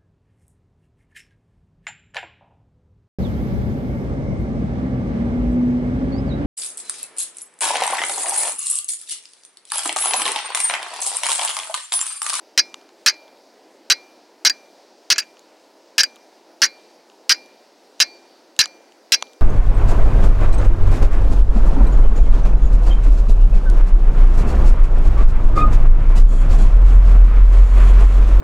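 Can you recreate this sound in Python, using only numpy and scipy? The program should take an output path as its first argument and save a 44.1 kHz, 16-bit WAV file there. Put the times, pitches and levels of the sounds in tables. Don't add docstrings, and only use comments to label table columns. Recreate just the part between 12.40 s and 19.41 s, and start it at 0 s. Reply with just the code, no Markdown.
import sys
import numpy as np
from scipy import signal
from scipy.fft import rfft, irfft, next_fast_len
from scipy.io import wavfile
from scipy.ndimage import uniform_filter1d

SR = 44100
rng = np.random.default_rng(int(sys.argv[2]) if len(sys.argv) > 2 else 0)


def gain_from_db(level_db):
    decades = np.asarray(level_db, float) / 20
    return 10 ** decades


def put_to_file(sound):
    columns = np.atleast_2d(sound).T
    safe = np.clip(columns, -1, 1)
    whole_steps = np.round(safe * 32767)
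    wavfile.write(sys.argv[1], SR, whole_steps.astype(np.int16))


N = 309141

# start in seconds, contact in seconds, spot on the flint (-1 thick
# to 1 thin), glance (0 to 1), flick in dB as the edge leaves.
STROKES = [(0.1769, 0.02, -.2, 0.03, 4), (.662, .025, -.3, 0.8, 2.5), (1.5002, 0.024, -.8, 0.6, -0.5),
           (2.0498, .026, 0.61, .05, 0.5), (2.702, 0.026, 0.05, 0.26, -1.5), (3.5813, .03, 0.19, 0.16, 0.5),
           (4.2185, 0.027, 0.6, .05, -6.5), (4.8943, .031, -.8, .6, 0.5), (5.6015, 0.025, 0.009, .9, -.5),
           (6.1909, 0.025, 0.27, 0.95, -4), (6.721, 0.026, .2, .6, .5)]
# start in seconds, force in dB, contact in seconds,
# spot on the flint (-1 thick to 1 thin), dullness in dB.
REBOUNDS = [(.696, -12.5, .003, -0.38, 5), (.7415, -45, 0.00079, -2, 11.5),
            (2.0976, -11, 0.0014, -1.2, 0.5), (2.7595, -33, 0.0024, 0.41, 16), (2.7819, -9, 0.011, 1, 1),
            (2.799, -18, .003, -.2, 0.5), (2.82, -46, 0.0095, 0, 17.5), (3.628, -38.5, .004, 0, 4),
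            (3.634, -7.5, 0.0025, 0.2, 2.5), (4.251, -13, 0.0052, .7, 5.5), (4.26, -27, 0.0021, 0.011, -2),
            (4.946, -33.5, 0.0017, 0, 9), (6.225, -20.5, 0.0032, -.6, 9), (6.238, -21.5, 0.0029, -0.83, 7)]
STROKE_DB = -2.5


def colour(x, shape):
    hz, db = np.transpose(shape)
    bins = np.maximum(np.arange(2049) * SR / 4096, 1)
    ceps = irfft(np.interp(np.log(bins), np.log(hz), db) * np.log(10) / 20)
    ceps[1:2048] *= 2
    ceps[2049:] = 0
    return signal.fftconvolve(x, irfft(np.exp(rfft(ceps))))[:len(x)]


def unit(x):
    return x / np.sqrt(np.mean(x ** 2))


def band(x, lo_hz, hi_hz):
    sos = signal.butter(2, [lo_hz, min(hi_hz, .45 * SR)], "band", fs=SR, output="sos")
    return signal.sosfilt(sos, x)


def walk(rate):
    k = int(SR / rate)
    steps = np.repeat(rng.standard_normal(N // k + 1), k)
    return unit(uniform_filter1d(uniform_filter1d(steps, k), k)[:N])


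def add(out, s, x):
    i = int(s * SR)
    out[i:i + len(x)] += x[:len(out) - i]


def mode(hz, t60, db, rise, split_hz=0):
    t = np.arange(int(1.5 * t60 * SR)) / SR
    swing = np.sin(2 * np.pi * hz * t)
    if split_hz > 0:
        swing = swing - .75 * np.sin(2 * np.pi * (hz + split_hz) * t)
    return gain_from_db(db - 60 * t / t60) * np.minimum(t / rise, 1) * swing


def contacts():
    strokes = [(s, STROKE_DB, contact, 0.042, 2.5 - 1.9 * glance) for s, contact, _, glance, _ in STROKES]
    rebounds = [(s, db, contact, 0.056, dull_db) for s, db, contact, _, dull_db in REBOUNDS]
    return sorted(strokes + rebounds)


def skids():
    # frequency in Hz, density in dB per Hz.
    grit_outline = [(88, -67.5), (150, -44), (606, -42), (1250, -23), (1780, -5.5), (2810, 0), (3160, -2.5),
                    (3490, -9), (4000, -5), (5590, 4), (6940, 0.5), (7810, -19), (15300, -39), (16500, -43)]
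    pressed_hz = np.array([1800, 2600, 4100, 4800, 5600, 6400])
    out, t = np.zeros(N), np.arange(SR // 8) / SR
    rows = contacts()
    clicks = rng.standard_normal((len(rows), len(t)))
    clicks = clicks * gain_from_db(2.7 * rng.exponential(size=(len(rows), len(t))))
    spots = rng.standard_normal((len(rows), 2, len(pressed_hz)))
    for click, spot, (s, force_db, contact, lift, low_db) in zip(clicks, spots, rows):
        since_free = np.maximum(t - contact, 0)
        grit = unit(colour(click, grit_outline))
        for hz, db in zip(pressed_hz * (1 + .04 * spot[0]), -16 + 4 * spot[1]):
            grit = grit + gain_from_db(db) * unit(band(click, hz - 140, hz + 140))
        grit /= np.sqrt(uniform_filter1d(grit ** 2, size=200)) ** .58

        bite = np.exp(-t / 0.0032)
        press = gain_from_db(force_db - 60 * since_free / max(lift, .003)) * (1 + 1.2 * bite)
        press *= np.minimum(t / .0002, 1)

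        low = gain_from_db(low_db) * band(grit, 100, 2023)
        mid = band(grit, 2300, 7200) * gain_from_db(-600 * since_free)
        bright = gain_from_db(2.5 - 0.85 * low_db) * (1 + .7 * np.exp(-t / 0.0074)) * band(grit, 7200, 25000)
        bright *= gain_from_db(-500 * since_free)
        add(out, s - .0004, press * (low + mid + bright))
    return out


def flint():
    # frequency in Hz, t60 in seconds.
    stone_modes = [(1700, .035), (4780, .052), (5585, .045), (6330, .03)]
    # dB after a stroke, dB after a rebound,
    # dB per spot, dB per glance.
    stone_answers = [(-12.5, -8.5, 1.6, -24), (-5.5, 0, -2.5, -1), (-7.5, -12.5, 5.5, 0),
                     (-8.5, -13.5, 4, 3.9)]
    free_after = .8
    out = np.zeros(N)
    for (hz, t60), (stroke_db, rebound_db, per_spot, per_glance) in zip(stone_modes, stone_answers):
        pings = []
        for s, contact, spot, glance, flick_db in STROKES:
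            db = STROKE_DB + flick_db + stroke_db + per_spot * spot + per_glance * glance
            pings.append((s + free_after * contact, db))
        for s, force_db, _, spot, dull_db in REBOUNDS:
            db = force_db + rebound_db + per_spot * spot - 0.44 * dull_db
            pings.append((s + 0.0018, db))
        for s, db in pings:
            add(out, s, mode(hz, t60, db + 2, rise=.0035))
    return out


def blade():
    # frequency in Hz, level in dB within its family, t60 in seconds,
    # split in Hz.
    families = [
        [(2381, 0, .52, 0), (1933, -9, .3, 0), (894, -9, .25, 0)],
        [(4118, -2, .19, 0), (3994, -8, .16, 0), (4231, -6, .2, 0), (3500, -10, .14, 0), (2159, 0, .15, 0)],
        [(4560, -5, 1.0, 4.5), (4334, -12, .35, 0)],
        [(5093, 4, .27, 0), (5658, -1, .2, 0), (4845, 0, .14, 0)],
        [(6019, 0, .8, 0), (5728, 0, .3, 0)],
    ]
    # dB for a stroke in the middle, dB per step to the tip, dB per twist,
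    # dB per step to the spine.
    family_answers = [(-36, .8, 1.5, -0.5), (-24, 0.5, -0.95, -0.8), (-51.5, 9.5, -0.1, 0.3),
                      (-44, -0.6, 7.5, 1), (-55, 0.1, -1.3, 5)]
    blade_spots = [(-1.1, .9, 0.87), (.3, 0.66, -0.97), (-.2, -0.13, -.3), (-.4, 0.11, 1),
                   (0.29, -0.92, -1), (-.6, -.3, .8), (0.62, -.9, -2), (0.27, 1.1, .3), (1.18, -0.048, .2),
                   (0.44, -0.082, 1), (0.17, -0.06, 0.78)]
    out = np.zeros(N)
    flexes = 1 + .001 * rng.standard_normal(len(STROKES))
    for (s, *_), spot, flex in zip(STROKES, blade_spots, flexes):
        for family, (middle_db, *per_step_db) in zip(families, family_answers):
            family_db = middle_db + np.dot(per_step_db, spot)
            for hz, db, t60, split_hz in family:
                add(out, s, mode(hz * flex, t60, family_db + db, rise=0.0011, split_hz=split_hz))
    return out


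def chips():
    # start in seconds, peak in dB, pitch in Hz.
    landings = [(.298, -49, 8000), (0.342, -21, 2830), (.413, -44, 4000), (.4905, -40.5, 3000),
                (.8795, -40.5, 2800), (.973, -44.5, 3480), (2.7805, -18, 5000), (2.969, -40.5, 2350),
                (2.993, -39.5, 8040), (3.759, -36.5, 9600), (3.765, -42, 1900), (4.699, -40.5, 2560),
                (4.717, -49, 2000), (5.06, -43.5, 8000), (5.595, -31, 4900), (5.747, -51, 7000),
                (6.1643, -36, 5550), (6.173, -59, 7000), (6.2571, -13.5, 3220), (6.276, -43, 8000),
                (6.521, -42.5, 3550), (6.812, -38, 5000), (6.8241, -10, 2500), (6.841, -45, 3980),
                (6.854, -47, 6500), (6.869, -36.5, 4000), (6.933, -38.5, 5950)]
    out, t = np.zeros(N), np.arange(600) / SR
    dull = signal.butter(2, 7200, fs=SR, output="sos")
    fade = gain_from_db(-60 * np.maximum(t - .0015, 0) / 0.005)
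    cracks = rng.standard_normal((len(landings), len(t)))
    for (s, db, hz), crack in zip(landings, cracks):
        width = 1.35 + .014 * (db + 40)
        spread = np.exp(np.clip(width, .1, 3) / 2)
        snap = 4.0 * (np.arange(len(t)) == 12) + crack * fade
        tick = signal.sosfilt(dull, band(snap, hz / spread, hz * spread))
        tick = tick + .7 * np.roll(tick, shift=13)
        add(out, s, gain_from_db(db) * tick / np.abs(tick).max())
        knock_db = -7 - 21 * np.log2(hz / 3000)
        add(out, s + .0012, mode(1150, .009, db + knock_db, rise=.0008))
    return out


def far_bank(x):
    t = np.arange(SR) / SR
    wash = rng.standard_normal(SR) * gain_from_db(-60 * t / 0.17) * np.minimum(t / 0.018, 1)
    dull = signal.sosfilt(signal.butter(1, 918.4, fs=SR, output="sos"), wash)
    return gain_from_db(-35.5) * signal.fftconvolve(x, dull / np.linalg.norm(dull))[:N]


def river():
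    # frequency in Hz, density in dB per Hz.
    water_outline = [(35, -80), (60, -53), (154, -26.5), (194, -12.5), (326, 0), (442, -3), (586, -1.5),
                     (961, -7), (1160, -17), (1370, -18), (3340, -24), (4860, -19), (7960, -31.5),
                     (15000, -41.5), (16500, -34.5)]
    surge_s, surge_width_s, surge_db = 1.4, 0.18, 2
    t = np.arange(N) / SR
    murmur_db = -55 + surge_db * np.exp(-((t - surge_s) / surge_width_s) ** 2)
    hiss_db = -51.5
    murmur, hiss = np.zeros(N), np.zeros(N)
    for hz in 62 * 2 ** np.arange(0, 8.6, .5):
        water = band(rng.standard_normal(N), hz / 2 ** .25, hz * 2 ** .25) * gain_from_db(1.2 * walk(14))
        if hz < 1200:
            murmur += water
        else:
            hiss += water
    low, high = colour(murmur, water_outline), colour(hiss, water_outline)
    return (low * gain_from_db(murmur_db) + high * gain_from_db(hiss_db)) / np.std(band(low, 330, 820))


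def let_up():
    open_db, close_s = 5.5, 0.18
    since = np.arange(N) / SR - np.array(STROKES)[:, :1]
    return gain_from_db(open_db * np.sum((since > 0) * np.exp(-np.abs(since) / close_s), axis=0))


def scene():
    blows = skids() + flint()
    mono = blows + blade() + chips() + far_bank(blows) + let_up() * river()
    return np.tile(mono, (2, 1))


def low_pass(x):
    return signal.sosfilt(signal.butter(12, 16920, fs=SR, output="sos"), x)


def record(dry):
    ceiling, bass_cut_hz, top_hz = .69, 70, 16100
    swing = np.abs(signal.hilbert(dry, next_fast_len(N)))[:, :N]
    held = dry / (1 + (swing / ceiling) ** 8) ** (1 / 8)
    held = signal.lfilter(*signal.butter(1, bass_cut_hz, "high", fs=SR), held)
    mix = signal.sosfilt(signal.ellip(8, .2, 70, top_hz, fs=SR, output="sos"), held)
    return low_pass(mix)


dry = scene()
out = record(dry)
put_to_file(out)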